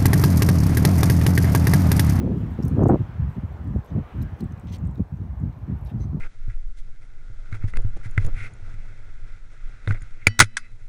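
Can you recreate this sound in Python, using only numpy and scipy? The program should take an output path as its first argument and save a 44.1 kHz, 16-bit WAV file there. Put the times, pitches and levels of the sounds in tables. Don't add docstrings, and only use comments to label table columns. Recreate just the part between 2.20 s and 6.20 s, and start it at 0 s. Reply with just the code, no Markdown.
import sys
import numpy as np
from scipy import signal
from scipy.fft import rfft, irfft
from scipy.io import wavfile
from scipy.ndimage import uniform_filter1d

SR = 44100
rng = np.random.default_rng(int(sys.argv[2]) if len(sys.argv) > 2 else 0)


def invert_db(x):
    u = np.asarray(x, float) / 20
    return 10 ** u


def wrap_up_sound(samples):
    columns = np.atleast_2d(samples).T
    tamed = np.clip(columns, -1, 1)
    steps = np.round(tamed * 32767).astype(np.int16)
    wavfile.write(sys.argv[1], SR, steps)


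N = 176400

# (time [s], level [dB], brightness [dB per octave])
FAR_ROAR = [(0.0, -55.5, 2.5), (0.61, -52, -2), (0.72, -54, 0.5), (1.69, -57, -3), (1.92, -54, 0.5),
            (2.45, -58, -1.5), (2.62, -59, -3), (2.85, -62, -3.5), (3.33, -60.5, -1), (3.58, -58.5, -2),
            (4.0, -62.5, -3)]
# (frequency [Hz], level [dB])
FAR_ROAR_COLOUR = [(150, -8), (480, -11), (950, -12), (1760, -19.5), (3160, -30), (4900, -43.5),
                   (8000, -51.5), (16000, -59)]
# (time [s], level [dB])
LEAF_FIZZ = [(0, -76.5), (.55, -73), (0.802, -77), (2.5, -78), (2.85, -80), (4, -79.5)]
# (frequency [Hz], level [dB])
LEAF_FIZZ_COLOUR = [(2350, -21.5), (4000, -1), (4900, -5.5), (5700, -3.5), (8940, -11), (10400, -9.5),
                    (15100, -10.5), (15800, -11)]
# (time [s], peak level [dB], ring pitch [Hz])
TWIG_TICKS = [(.0785, -48, 9100), (.184, -55, 5800), (.3067, -46, 13100), (.4258, -36, 5500),
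              (.4325, -32.5, 5500), (.4489, -32, 12200), (.4505, -35, 6040), (.4545, -35, 12200),
              (.4812, -30, 9800), (.482, -42, 5400), (.4885, -43, 11500), (.499, -54, 9000),
              (.5501, -50, 9000), (.6345, -31.5, 6500), (.6712, -41, 6000), (.684, -31, 6820),
              (.695, -38, 8000), (1.325, -49, 12000), (1.475, -50, 9000), (1.4436, -51, 13600),
              (1.5657, -46, 10000), (1.647, -44.5, 11700), (1.655, -52, 11700), (1.662, -46, 11700),
              (2.017, -40, 4000), (2.0215, -37, 15000), (2.025, -35, 11600), (2.144, -56, 6500),
              (1.977, -49, 12500), (2.164, -57, 13900), (2.19, -52, 6200), (2.205, -38, 14700),
              (2.207, -36.5, 4180), (2.2401, -41.5, 8000),
              (2.3215, -44, 6200), (2.376, -47, 4000), (2.3839, -55, 13500), (2.3966, -41.5, 7800),
                   (2.411, -54, 8000), (2.451, -55, 13600), (2.471, -40, 2940), (2.498, -48, 6100),
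                   (2.526, -36.5, 6230), (2.535, -45, 5030), (2.547, -46, 3800), (2.564, -47, 6240),
                   (2.584, -44, 7200), (2.652, -51, 7000), (2.672, -49, 8260), (2.712, -51, 7800),
                   (2.75, -48, 15300), (2.7556, -44, 3730), (2.777, -48, 3730), (2.97, -51.5, 6400),
                   (3.183, -53, 15000), (3.2, -52, 7000), (3.327, -53, 4160), (3.387, -53, 11600),
                   (3.574, -55, 11400), (3.587, -51, 11400), (3.612, -50, 11600), (3.635, -56.5, 11500),
                   (3.6494, -45, 11600), (3.661, -46, 3820), (3.671, -45, 11200), (3.681, -56, 11400)]
# (start [s], length [s], level [dB], low edge [Hz])
LEAF_SCRAPES = [(.445, 0.077, -65.5, 7000), (1.64, 0.091, -66.5, 3030), (2.02, 0.016, -59.5, 4950),
                (2.19, 0.03, -65, 4470), (2.468, 0.046, -58.5, 2400), (2.512, 0.062, -52, 3200),
                (3.655, .03, -63, 3500), (3.68, 0.044, -59, 1700), (3.78, 0.09, -70.5, 6073),
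                (.3, 0.052, -72, 10500), (2.515, .06, -66, 12000), (3.685, .03, -70, 12500),
                (.15, 0.08, -71, 10500), (1.07, 0.087, -74, 10500)]
# (start [s], length [s], level [dB], pitch [Hz])
TWIG_SQUEAKS = [
    (1.67, 0.039, -73, 2050),
    (2.003, .016, -72, 2100),
    (2.478, 0.038, -67, 2030),
    (2.522, 0.033, -57.5, 2050),
    (3.797, .058, -61.5, 2040),
]
# (multiple of the pitch, level [dB])
SQUEAK_OVERTONES = [(1, 0.5), (2, -2), (3, 4.5), (4, -16)]
# (centre [s], length [s], level [dB],
# swirl fineness [Hz])
WIND_PUFFS = [(.03, 0.13, -27, 196), (0.083, 0.12, -23.5, 246), (0.124, 0.033, -26.5, 207),
              (0.167, 0.12, -26.5, 168), (0.23, 0.073, -25, 143), (0.323, 0.11, -29, 122),
              (0.398, 0.014, -21, 197), (0.453, 0.038, -18, 135), (0.535, 0.044, -18.5, 139),
              (0.585, 0.027, -16, 255), (0.626, 0.03, -12, 283), (0.667, 0.016, -11, 272.5),
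              (0.704, 0.015, -10, 336), (0.742, 0.03, -13.5, 310.6), (0.81, 0.019, -17, 138),
              (0.871, 0.054, -33, 92), (0.954, 0.034, -31, 80.5), (1.004, 0.024, -18, 50),
              (1.066, 0.072, -24, 90), (1.179, 0.016, -22.5, 120.4), (1.243, 0.02, -22.5, 91.3),
              (1.314, 0.13, -35, 73), (1.418, 0.048, -32, 117), (1.511, 0.072, -25.5, 115.2),
              (1.565, 0.031, -19, 124.5), (1.722, 0.022, -26.5, 101), (1.773, 0.037, -19, 160.4),
               (1.82, 0.014, -30, 69), (1.959, 0.02, -25, 115), (2.001, 0.049, -25.5, 102),
               (2.033, 0.06, -27, 115), (2.129, 0.023, -29.5, 101.4), (2.235, 0.036, -24, 128.8),
               (2.326, 0.028, -29, 79), (2.384, 0.018, -33, 70), (2.459, 0.031, -32, 127),
               (2.537, 0.09, -31, 110), (2.67, 0.097, -24.5, 90.5), (2.802, 0.026, -18.5, 127),
               (2.936, 0.037, -27.5, 98.3), (3.024, 0.057, -29.5, 125), (3.12, 0.24, -32.5, 67.4),
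               (3.217, 0.011, -30.5, 132), (3.258, 0.058, -22.5, 115), (3.417, 0.11, -33.5, 78.8),
               (3.516, 0.048, -23.5, 119), (3.6, 0.13, -31, 66.5), (3.756, 0.048, -24.5, 103),
               (3.808, 0.015, -21, 138.9), (3.864, 0.058, -25.5, 91), (3.954, 0.041, -23.5, 122)]
# (time [s], peak level [dB], wobble pitch [Hz])
EDDY_SLAPS = [(.076, -25, 505), (.118, -23, 463), (.394, -30.5, 458), (.574, -26, 503), (.594, -18, 623),
              (.617, -21, 540), (.626, -19.5, 645), (.634, -18.5, 707), (.658, -12.5, 643), (.694, -9, 380),
              (.698, -11, 744), (.708, -18, 750), (.717, -20.5, 905), (.724, -18, 660), (.735, -20.5, 750),
              (.745, -16, 607), (.758, -21, 596), (.812, -42, 402), (1.561, -24.5, 390),
              (1.766, -24.5, 397), (1.785, -28, 392), (2.797, -27, 381), (2.81, -40, 382),
              (3.51, -34.5, 343), (3.811, -35, 300), (3.97, -31, 343)]


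def read(points, at, scale=np.log1p):
    x, value = np.transpose(points)
    return np.interp(scale(at), scale(x), value)


def evened(x):
    return x / np.sqrt(np.mean(x ** 2) + 1e-20)


def add(mix, start_s, sound):
    at = round(start_s * SR)
    sound = sound[max(-at, 0):]
    part = mix[max(at, 0):][:len(sound)]
    part += sound[:len(part)]


def colour(x, gain):
    hz = np.fft.rfftfreq(len(x), 1 / SR)
    return irfft(rfft(x) * gain(hz), len(x))


def clicks(size, per_s, spread_db, push_share=1.0):
    when, sign, big = rng.random((3, size))
    height = invert_db(-spread_db * np.log(big + 0.014))
    return (when < per_s / SR) * np.where(sign < push_share, 1, -1) * height


def mottled(x):
    bumps = np.transpose([np.linspace(0, SR / 2, num=60), rng.standard_normal(60)])
    return colour(x, lambda f: invert_db(3.5 * read(bumps, f, np.asarray)))


def wash(level, spectrum, lo_hz, hi_hz, patchy_db):
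    hz = np.fft.rfftfreq(512, 1 / SR)
    t = np.arange(N // 128 + 5) * 128 / SR
    a, b, patches = rng.standard_normal((len(t), len(hz), 3)).T
    patches = uniform_filter1d(patches, size=3, axis=0)
    patches = evened(uniform_filter1d(patches, size=36, axis=1))
    shape = invert_db(read(spectrum, hz))
    z = (a + 1j * b) * shape[:, None] * invert_db(patchy_db * patches)
    rms = np.sqrt(np.mean(signal.istft(z, nperseg=512, noverlap=384)[1] ** 2))
    in_band = (hz > lo_hz) & (hz < hi_hz)
    share = np.sum(shape[in_band] ** 2) / np.sum(shape ** 2)
    s, db, tilt_db = np.transpose(level)
    octaves = np.clip(np.log2((hz + 1) / 1500), -1, 2)[:, None]
    z = z * invert_db(np.interp(t, s, db) + octaves * np.interp(t, s, tilt_db))
    return signal.istft(z, nperseg=512, noverlap=384)[1][:N] / rms / np.sqrt(share)


def far_roar():
    return wash(FAR_ROAR, FAR_ROAR_COLOUR, 1000, 3500, patchy_db=1.5)


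def leaf_fizz():
    untilted = [(s, db, 0) for s, db in LEAF_FIZZ]
    return wash(untilted, LEAF_FIZZ_COLOUR, 6600, 18300, patchy_db=1.8)


def leaf_crackle():
    taps_per_s, spread_db, ring_t60_s, below_fizz_db = 900, 4.5, 0.0027, -9
    out, t = np.zeros(N), np.arange(200) / SR
    clump = invert_db(5.0 * evened(colour(rng.standard_normal(N), lambda f: f < 15)))
    for hz in np.geomspace(4000, 15000, num=12):
        grain = np.sin(2 * np.pi * hz * t) * invert_db(-60 * t / ring_t60_s)
        out += signal.oaconvolve(clicks(N, taps_per_s / 12, spread_db), grain)[:N]
    return evened(out * clump) * invert_db(below_fizz_db + read(LEAF_FIZZ, np.arange(N) / SR, np.asarray))


def twig_tick(s, db, hz):
    ring_t60_s, snap_t60_s, litter_t60_s, rise_s = 0.013, 0.0057, 0.034, .0012
    side_ring_db, litter_db = -14, -21
    t = np.arange(3000) / SR
    side_hz = rng.uniform(5500, 13000, 3)
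    snap, litter = map(mottled, np.diff(rng.standard_normal((2, len(t) + 1))))

    low_hz, top_hz = min(0.72 * hz, 6000), 1.3 * hz
    snap = colour(snap, lambda f: f ** 6 / (f ** 6 + low_hz ** 6) / (f + low_hz) / (1 + (f / top_hz) ** 2))
    snap = evened(snap) * invert_db(-60 * t / snap_t60_s)
    side_rings = np.sin(2 * np.pi * side_hz[:, None] * t).sum(0)
    ring = np.sin(2 * np.pi * hz * t) + invert_db(side_ring_db) * side_rings
    ring = ring * invert_db(-60 * t / ring_t60_s * max(hz / 6500, 1))
    litter = evened(colour(litter, lambda f: 1 / (1 + ((f - hz) / 2000) ** 2)))

    x = ring + snap
    x = x / abs(x).max() + litter * invert_db(litter_db - 60 * t / litter_t60_s)
    return s, invert_db(db) * x * np.minimum(t / rise_s, 1)


def leaf_scrape(s, length, db, low_hz):
    slips_per_s, spread_db, rub = 1500, 3.5, .3
    size = round(length * SR)
    slips = clicks(size, slips_per_s, spread_db) + rub * rng.standard_normal(size)
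    slips = signal.lfilter([1], [1, -.6], slips)
    body = colour(mottled(slips), lambda f: (f / low_hz) ** 3 / (1 + (f / low_hz) ** 5.0))
    return s, invert_db(db) * evened(body) * signal.windows.hann(len(body)) ** 0.38


def twig_squeak(s, length, db, hz):
    flutter_hz = 200
    t = np.arange(round(length * SR)) / SR
    out = 0
    for multiple, part_db in SQUEAK_OVERTONES:
        noise = rng.standard_normal((2, len(t)))
        a, b = (evened(colour(v, lambda f: np.exp(-f / flutter_hz))) for v in noise)
        tone = np.exp(2j * np.pi * multiple * hz * t)
        out = out + invert_db(part_db) * ((0.71 + a + 1j * b) * tone).real
    return s, invert_db(db) * evened(out) * signal.windows.tukey(len(t), .3)


def eddy_slap(s, db, hz):
    span_s, cycles = .003, .7
    t = (np.arange(2048) - 1024) / SR
    bell = np.exp(-(t * hz * 2 / cycles) ** 2) + np.exp(-(t / span_s) ** 2) / 4
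    return s + t[0], invert_db(db) * np.cos(2 * np.pi * (hz * t + rng.random())) * bell


def eddies(swell, fine_hz):
    per_cycle, spread_db, push_share = 3.0, 2.5, .55
    port_hz, port_damp, tail_db, bass_share = 51.1, 0.52, -7.5, 0.5
    train = swell * clicks(len(swell), per_cycle * fine_hz, spread_db, push_share)
    knee_hz = 162.8 * (fine_hz / 100) ** 0.66

    def gain(f):
        bump = np.exp(-(f / knee_hz) ** 2) + invert_db(tail_db) * np.exp(-f / fine_hz)
        s = 1j * f / port_hz
        port = (s ** 2 / (s ** 2 + 2 * port_damp * s + 1)) ** 3
        return bump * port * f / (f + bass_share * fine_hz)

    return colour(train, gain)


def wind_buffet():
    breeze_db, breeze_hz, slowing, lag = -44, 59.8, 1.25, 0.17
    out = invert_db(breeze_db) * evened(eddies(np.ones(N), breeze_hz))
    t = (np.arange(16384) - 8192) / SR
    fade = signal.windows.hann(len(t)) ** .5
    for centre, length, db, fine_hz in WIND_PUFFS:
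        puff = 0
        for side in (1, -1):
            swell = np.exp(-2 * (t / length + side * lag) ** 2)
            puff = puff + evened(eddies(swell, fine_hz * slowing ** side))
        strength = invert_db(db) * np.sqrt(length / (2 * -t[0]))
        add(out, centre + t[0], strength * evened(puff * fade))
    return out


def scene():
    mix = far_roar() + leaf_fizz() + leaf_crackle() + wind_buffet()
    events = ((TWIG_TICKS, twig_tick), (LEAF_SCRAPES, leaf_scrape),
              (TWIG_SQUEAKS, twig_squeak), (EDDY_SLAPS, eddy_slap))
    for rows, maker in events:
        for row in rows:
            add(mix, *maker(*row))
    return mix[None]


def low_pass(x):
    return signal.sosfilt(signal.butter(12, 16160, fs=SR, output="sos"), x)


def record(dry):
    edge_hz, notch_hz, notch_db, notch_width_hz = 15800, 10500, -5, 370

    def response(f):
        top_limit = np.clip((edge_hz - f) / 120 + .5, 0, 1)
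        return top_limit * invert_db(notch_db * np.exp(-((f - notch_hz) / notch_width_hz) ** 2))

    mic = colour(dry[0], response)
    return low_pass(np.tanh(mic)[None])


dry = scene()
out = record(dry)
wrap_up_sound(out)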